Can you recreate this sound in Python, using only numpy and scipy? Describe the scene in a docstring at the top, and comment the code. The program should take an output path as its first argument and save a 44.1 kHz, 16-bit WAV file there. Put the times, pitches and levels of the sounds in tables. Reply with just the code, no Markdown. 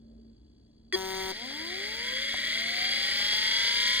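"""Quiet room, low rumble and hum: a hard drive starts up close by.
The motor kicks with a clack and a short beep, buzzes at a fixed step rate as each step jolts
frame and case, then speeds up with a rising whine. The ball bearings whir ever louder through
the resonances of the metal case, with a few faint ticks."""
import sys
import numpy as np
from scipy import signal
from scipy.fft import rfft, irfft, next_fast_len
from scipy.io import wavfile
from scipy.ndimage import map_coordinates

SR = 44100
rng = np.random.default_rng(int(sys.argv[2]) if len(sys.argv) > 2 else 0)


def pcm_store(signal):
    """Save signal as 16-bit PCM."""
    levels = np.round(np.clip(np.atleast_2d(signal), -1, 1) * 32767)
    wavfile.write(sys.argv[1], SR, levels.astype(np.int16).T)


N = 176400

ROOM_DB, HUM_HZ, RUSH_RE_HUM_DB = -58, 226.8, -9.5
MAINS_HZ, MAINS_DB, IDLE_HZ, IDLE_DB = 60, -74.5, 3390, -83.5
TICK_TRIM_DB, THUD_HZ, THUD_DB, THUD_T60_S = -5.5, 105.1, -15, 0.12
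KICK_START_S, KICK_END_S, KICK_HZ, KICK_DB, KICK_EDGE_DB = .9255, .9545, 369.2, -25, -44.5
KICK_RISE_S, KICK_RING_S, KICK_STOP_S, CLACK_RISE_S = 0.011, 0.0061, 0.00083, 0.00028
STEP_START_S, STEP_END_S, STEP_REV_PER_S, STEPS_PER_REV = .9562, 1.315, 15.81, 12
STEP_PERIOD_S = 1 / (STEP_REV_PER_S * STEPS_PER_REV)
BUZZ_FRAME_DB, BUZZ_CASE_DB, BUZZ_FIZZ_DB, BUZZ_SCATTER_DB = -37, -43.5, -47.5, 1.8
RASP_DB, RASP_DECAY_S = -46.5, .002
BEND_DELAY_S, BEND_HZ = 0.001629, 1013  # travel time through the metal at this frequency
RUN_START_S, SPIN_UP_TAU_S, FREE_REV_PER_S = 1.3066, 3.48, 144
WHINE_WAVER_DB, WHINE_RISE_S = 0.63, 0.064
BALLS, CAGE_TURNS_PER_REV, SIDEBAND_DB, CAGE_LINE_DB, LINE_SCATTER_DB = 7, .414, -1.5, -8, 4
REF_REV_PER_S, ROLL_DB, HISS_DB, AIR_DB = 76.1, -31, -33.5, -45  # levels at this speed
ROLL_DB_PER_OCT, HISS_DB_PER_OCT, AIR_DB_PER_OCT, TREBLE_DB_PER_OCT = 5, 1, 11.5, 2
AIR_CUTOFF_HZ, RATTLE_DB, RATTLE_HZ, SWAY_DB, SWAY_HZ = 5120, 0.98, 420, 0.42, 14
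REFLECTIONS_DB, BAND_LIMIT_HZ = -13, 15850

# Room rumble spectrum (frequency [Hz], relative level [dB])
ROOM_SPECTRUM = [(20, -28), (30, -28), (40, -10.5), (54, 4), (80, -9.5), (110, -7.5), (150, -13),
                 (250, -9.5), (340, -13), (460, -23.5), (700, -32.5), (1000, -40.5), (1350, -47),
                 (1650, -43), (2200, -51), (6000, -46), (16000, -78)]
# Hum envelope (time [s], level [dB])
HUM_ENVELOPE = [(0, -58), (.1, -51.5), (.3, -56.5), (.37, -71.5), (.9, -64.5), (1.4, -58.5), (2.05, -56.5),
                (2.6, -53.5), (4, -62)]
# Rush that comes with the hum (frequency [Hz], relative level [dB])
RUSH_SPECTRUM = [(100, -26), (230, 2), (400, 2), (600, -5), (800, -26.5), (1300, -37), (1650, -26.5),
                 (2300, -44), (6000, -62)]
# Mains buzz spectrum (frequency [Hz], relative level [dB])
MAINS_SPECTRUM = [(2000, -25), (3100, -14), (3350, -6.5), (3600, -20), (4400, -5), (4600, 5.5), (4850, -15),
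                  (5300, -27), (9000, -27.5), (12000, -38)]
# Metal case resonances (frequency [Hz], width [Hz], gain [dB])
CASE_RESONANCES = [(1620, 84, -11), (1920, 37, -3), (2113, 260, -1), (3308, 190, 2.5), (3707, 97, -7),
                   (3960, 440, -16.5), (4670, 212, 1.5), (4947, 92, -4), (6650, 100, -28),
                   (14720, 170, -16)]
# Case response between resonances (frequency [Hz], gain [dB])
CASE_BASE = [(60, -55), (160, -26), (250, -23), (370, -19), (440, -24), (560, -10.5), (640, -22.5),
             (760, -36.5), (1100, -29), (1500, -19.5), (2600, -15.5), (2900, -11.5), (4500, -7),
             (5600, -15), (7500, -26.5), (10000, -24), (11100, -31.5), (12000, -87), (16000, -56)]
# Frame response to motor torque (frequency [Hz], gain [dB])
FRAME_RESPONSE = [(100, -19), (190, -13), (280, -2.5), (378, 1.5), (440, -6.5), (530, -0.5), (570, -12.5),
                  (620, -12), (730, -1.5), (765, -7.5), (820, -6.5), (960, -3.5), (1050, -6), (1140, -14.5),
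                  (1340, -9), (1700, -12.5), (3000, -62)]
# Ticks (time [s], relative level [dB])
TICK_EVENTS = [(1.508, -36.5), (2.342, -26.5), (2.556, -41), (3.203, -34.5), (3.334, -31)]
# Tick modes (frequency [Hz], relative level [dB], T60 [s])
TICK_RING = [(690, -11, .03), (754, -3.5, 0.044), (960, 0.5, 0.014), (1250, -14, .02)]
# Beep partials (harmonic [-], relative level [dB])
KICK_PARTIALS = [(1, -0.5), (2, -26.5), (3, -18), (4, -24.5), (5, -8.5), (6, -17.5), (9, -4), (11, -18.5),
                 (12, -16.5), (13, -6.5), (17, -39)]
# Clack modes (frequency [Hz], level [dB], T60 [s])
CLACK_RING = [(1980, -19.5, 0.017), (2340, -23.5, 0.0098), (3400, -27, 0.02), (4560, -28, .025),
              (6330, -44, 0.018)]
# Electrical edge of a step (frequency [Hz], relative level [dB])
FIZZ_SPECTRUM = [(1000, 3), (2500, -3), (6500, 6), (7500, -13.5), (9000, 1.5), (11000, -10.5), (12500, -16),
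                 (14000, -20), (14700, 11.5), (15600, -34)]
# Whine partials ahead of the frame (step-rate harmonic [-], level [dB])
WHINE_PARTIALS = [(1, -45), (2, -50), (3, -49.5), (4, -51)]
# Treble loss: the motor runs smoother than it steps (frequency [Hz], gain [dB])
WHINE_ROLLOFF = [(1020, -0.5), (1200, -27), (1600, -11)]
# Strongest bearing tones (cage-rate harmonic [-], level over ball-pass lines [dB])
BEARING_LINES = [(14, 6.5), (22, 3), (39, 7), (42, 9), (49, 7.5), (56, 8), (62, 8), (69, 6.5), (77, 3.5),
                 (83, 8), (90, 8.5), (92, 9.5), (97, 4.5), (104, 8.5), (111, 9.5), (126, 7.5), (140, 6.5),
                 (147, 7), (168, 4), (182, 6.5)]
# Stereo phase (frequency [Hz], left lead [rad])
LEFT_LEAD = [(60, 0), (200, .5), (420, 1.5), (600, 1.49), (1100, 0), (1700, 0.53), (2550, -2.5),
             (3300, -1.28), (4100, -1.5), (5200, -3), (7600, -6), (11000, -8), (15000, -11)]
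# Stereo balance (frequency [Hz], left over right [dB])
LEFT_BALANCE = [(100, 0.5), (400, 2), (620, 1.5), (780, 9.5), (980, 8.5), (1300, 3.5), (1650, 2),
                (2500, 4.5), (3100, 0), (4100, 1), (4800, 3), (6000, 0)]


def amp(db):
    return 10 ** (np.asarray(db) / 20)


def unit_rms(x):
    return x / np.sqrt(np.mean(x ** 2) + 1e-20)


def time_s():
    return np.arange(N) / SR


def grid_hz():
    return np.fft.rfftfreq(2 * next_fast_len(N // 2 + SR // 4), 1 / SR)


def log_interp(points, hz):
    """Interpolate (frequency [Hz], value) on a log axis."""
    knots_hz, values = np.transpose(points)
    return np.interp(np.log(hz + 1), np.log(knots_hz + 1), values)


def gain_curve(points):
    return amp(log_interp(points, grid_hz()))


def wobble(rate_hz):
    """Smooth random curve."""
    return map_coordinates(rng.standard_normal(8192), [time_s() * rate_hz], mode="mirror")


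def filtered(x, response):
    return irfft(rfft(x, 2 * len(grid_hz()) - 2) * response)[..., :N]


def noise(response, envelope=1):
    """Modulated, then filtered noise at unit RMS."""
    return unit_rms(filtered(rng.standard_normal(N) * envelope, response))


def minimum_phase(gain):
    """Causal response with this gain."""
    cepstrum = irfft(np.log(np.maximum(gain, 1e-6)))
    half = len(cepstrum) // 2
    cepstrum[1:half] *= 2
    cepstrum[half + 1:] = 0
    return np.exp(rfft(cepstrum))


def struck(start_s, modes):
    """Damped modes after one strike."""
    t = np.maximum(time_s() - start_s, 0)
    return sum(amp(db - 60 * t / t60_s) * np.sin(2 * np.pi * hz * t) for hz, db, t60_s in modes)


def background():
    """Room rumble, wavering hum with its rush, mains buzz, thin tone of the electronics."""
    t = time_s()
    waver = amp(1.65 * wobble(9.9))
    tone = waver * np.sqrt(2) * np.sin(2 * np.pi * HUM_HZ * t + 0.53 * wobble(12))
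    rush = amp(RUSH_RE_HUM_DB) * noise(gain_curve(RUSH_SPECTRUM))
    hum = amp(np.interp(t, *np.transpose(HUM_ENVELOPE))) * (tone + rush)
    mains_pulse = (1 + np.cos(2 * np.pi * MAINS_HZ * t)) / 2
    mains = amp(MAINS_DB) * noise(gain_curve(MAINS_SPECTRUM), mains_pulse)
    idle = amp(IDLE_DB) * np.sqrt(2) * np.sin(2 * np.pi * IDLE_HZ * t)
    return amp(ROOM_DB) * noise(gain_curve(ROOM_SPECTRUM)) + hum + mains + idle


def reflections(x, t60_s=0.1):
    """Short room tail, one per channel."""
    t = np.arange(SR // 5) / SR
    tail = rng.standard_normal((2, len(t))) * amp(-60 * t / t60_s) * (t > .003)
    return signal.fftconvolve(x[None], tail / np.linalg.norm(tail[0]), axes=1)[:, :N]


def case_response():
    """Metal case: resonances over a broad base."""
    peak_power = sum(amp(db) ** 2 / (1 + 2 * ((grid_hz() - hz) / width_hz) ** 2) ** 2
                     for hz, width_hz, db in CASE_RESONANCES)
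    return minimum_phase(np.sqrt(peak_power + gain_curve(CASE_BASE) ** 2))


def ticks():
    """Small dull knocks, each with a soft thud."""
    modes = TICK_RING + [(THUD_HZ, THUD_DB, THUD_T60_S)]
    return sum(amp(db + TICK_TRIM_DB) * struck(start_s, modes) for start_s, db in TICK_EVENTS)


def motor_kick():
    """Clack and hard-edged beep; the fundamental rings on in the frame."""
    t = np.maximum(time_s() - KICK_START_S, 0)
    after_s = np.maximum(time_s() - KICK_END_S, 0)
    ring, stop = np.exp(-after_s / KICK_RING_S), np.exp(-after_s / KICK_STOP_S)
    beep = sum(amp(db) * np.sin(2 * np.pi * (k * KICK_HZ * t + rng.random())) * (ring if k == 1 else stop)
               for k, db in KICK_PARTIALS)
    beep *= amp(KICK_DB) * np.sqrt(2) * (1 - np.exp(-(t / KICK_RISE_S) ** 2))
    edge = sum(amp(log_interp(FIZZ_SPECTRUM, hz)) * np.sin(2 * np.pi * hz * time_s())
               for hz in KICK_HZ * np.arange(13, 42, 2))
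    edge = amp(KICK_EDGE_DB) * unit_rms(edge) * stop
    onset = 1 - np.exp(-t / CLACK_RISE_S)
    return beep + onset * (struck(KICK_START_S, CLACK_RING) + edge)


def step_rasp(fizz):
    """Each step sets off a short noise burst."""
    t = time_s()
    since_step_s = (t - STEP_START_S) % STEP_PERIOD_S
    bursts = noise(fizz, np.exp(-since_step_s / RASP_DECAY_S))
    return amp(RASP_DB) * bursts * (t > STEP_START_S) * (t < STEP_END_S)


def step_buzz(case, frame, fizz):
    """Each step jolts frame and case, with a sharp electrical edge."""
    step_samples = np.arange(STEP_START_S, STEP_END_S, STEP_PERIOD_S)[:, None] * SR
    taps = step_samples.astype(int) + np.arange(-8, 9)
    impulses = np.sinc(taps - step_samples) * np.hanning(taps.shape[1])
    buzz = 0
    for response, db, scatter_db in [(frame, BUZZ_FRAME_DB, .3), (case, BUZZ_CASE_DB, BUZZ_SCATTER_DB),
                                     (fizz, BUZZ_FIZZ_DB, BUZZ_SCATTER_DB)]:
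        strengths = amp(-scatter_db * rng.standard_normal(step_samples.shape))
        jolts = np.bincount(taps.ravel(), (impulses * strengths).ravel(), N)
        buzz += amp(db) * unit_rms(filtered(jolts, response))
    # Bending waves: lows arrive later.
    dispersion = np.exp(-4j * np.pi * BEND_DELAY_S * np.sqrt(BEND_HZ * grid_hz()))
    duty = (STEP_END_S - STEP_START_S) * SR / N
    return filtered(buzz, dispersion) * np.sqrt(duty)


def spindle_rev_per_s():
    """Constant while stepping, then easing towards the free speed."""
    run_s = np.maximum(time_s() - RUN_START_S, 0)
    return FREE_REV_PER_S - (FREE_REV_PER_S - STEP_REV_PER_S) * np.exp(-run_s / SPIN_UP_TAU_S)


def motor_whine(revs, frame):
    """Step-rate harmonics glide up through the frame's resonances."""
    tone = 0
    for k, db in WHINE_PARTIALS:
        peak = np.sqrt(2) * amp(db + WHINE_WAVER_DB * wobble(20))
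        tone += peak * np.sin(2 * np.pi * (k * STEPS_PER_REV * revs + rng.random()))
    fade_in = np.clip((time_s() - STEP_END_S) / WHINE_RISE_S, 0, 1)
    return filtered(tone * fade_in, frame * gain_curve(WHINE_ROLLOFF))


def race_roughness(cage_turns, size=16384, lines=200):
    """Roughness repeating each turn of the ball cage: ball-pass lines with sidebands."""
    k = np.arange(lines)
    ball_pass, sideband = k % BALLS == 0, np.isin(k % BALLS, (1, BALLS - 1))
    db = np.select([ball_pass, sideband], [0, SIDEBAND_DB], CAGE_LINE_DB)
    db = db + LINE_SCATTER_DB * rng.standard_normal(lines)
    for harmonic, level_db in BEARING_LINES:
        db[round(harmonic)] = level_db
    profile = irfft(amp(db) * (k > 0) * np.exp(2j * np.pi * rng.random(lines)), size)
    return unit_rms(np.interp(cage_turns % 1, np.arange(size) / size, profile))


def bearing_whir(rev_per_s, revs, case):
    """Rolling tones and noise rattle the case; faster is louder and brighter."""
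    speed_oct = np.log2(rev_per_s / REF_REV_PER_S)
    roughness = race_roughness(revs * CAGE_TURNS_PER_REV) * np.sqrt(rev_per_s)
    rattle = amp(RATTLE_DB * wobble(RATTLE_HZ))
    roll = unit_rms(filtered(roughness, case)) * unit_rms(rattle)
    whir = amp(ROLL_DB + ROLL_DB_PER_OCT * speed_oct) * roll
    whir += amp(HISS_DB + HISS_DB_PER_OCT * speed_oct) * noise(case, rattle)
    treble = filtered(whir, log_interp([(2400, 0.42), (3000, 1)], grid_hz()))
    whir += treble * (amp(TREBLE_DB_PER_OCT * speed_oct) - 1)
    air_band = np.clip((grid_hz() - AIR_CUTOFF_HZ) / 600, 0, 1)  # high hiss
    whir += amp(AIR_DB + AIR_DB_PER_OCT * speed_oct) * noise(case * air_band, rattle)
    fade_in = np.clip((time_s() - STEP_START_S) / 0.19, 0, 1)
    return whir * amp(SWAY_DB * wobble(SWAY_HZ)) * fade_in


def scene():
    """Drive and room reach the two channels with unequal phase and level."""
    hz, rev_per_s = grid_hz(), spindle_rev_per_s()
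    revs = np.cumsum(rev_per_s) / SR
    case = case_response()
    frame = minimum_phase(gain_curve(FRAME_RESPONSE))
    fizz = minimum_phase(gain_curve(FIZZ_SPECTRUM))
    motor = motor_kick() + step_buzz(case, frame, fizz) + motor_whine(revs, frame)
    mono = motor + bearing_whir(rev_per_s, revs, case) + ticks() + step_rasp(fizz) + background()
    sides = np.array([[.5], [-.5]])
    balance = amp(sides * log_interp(LEFT_BALANCE, hz))
    balance /= np.sqrt(np.mean(balance ** 2, axis=0))
    direct = filtered(mono, balance * np.exp(1j * sides * log_interp(LEFT_LEAD, hz)))
    return direct + amp(REFLECTIONS_DB) * reflections(mono)


def record(dry):
    """Brick-wall low-pass."""
    return filtered(dry, grid_hz() < BAND_LIMIT_HZ)


dry = scene()
out = record(dry)
pcm_store(out)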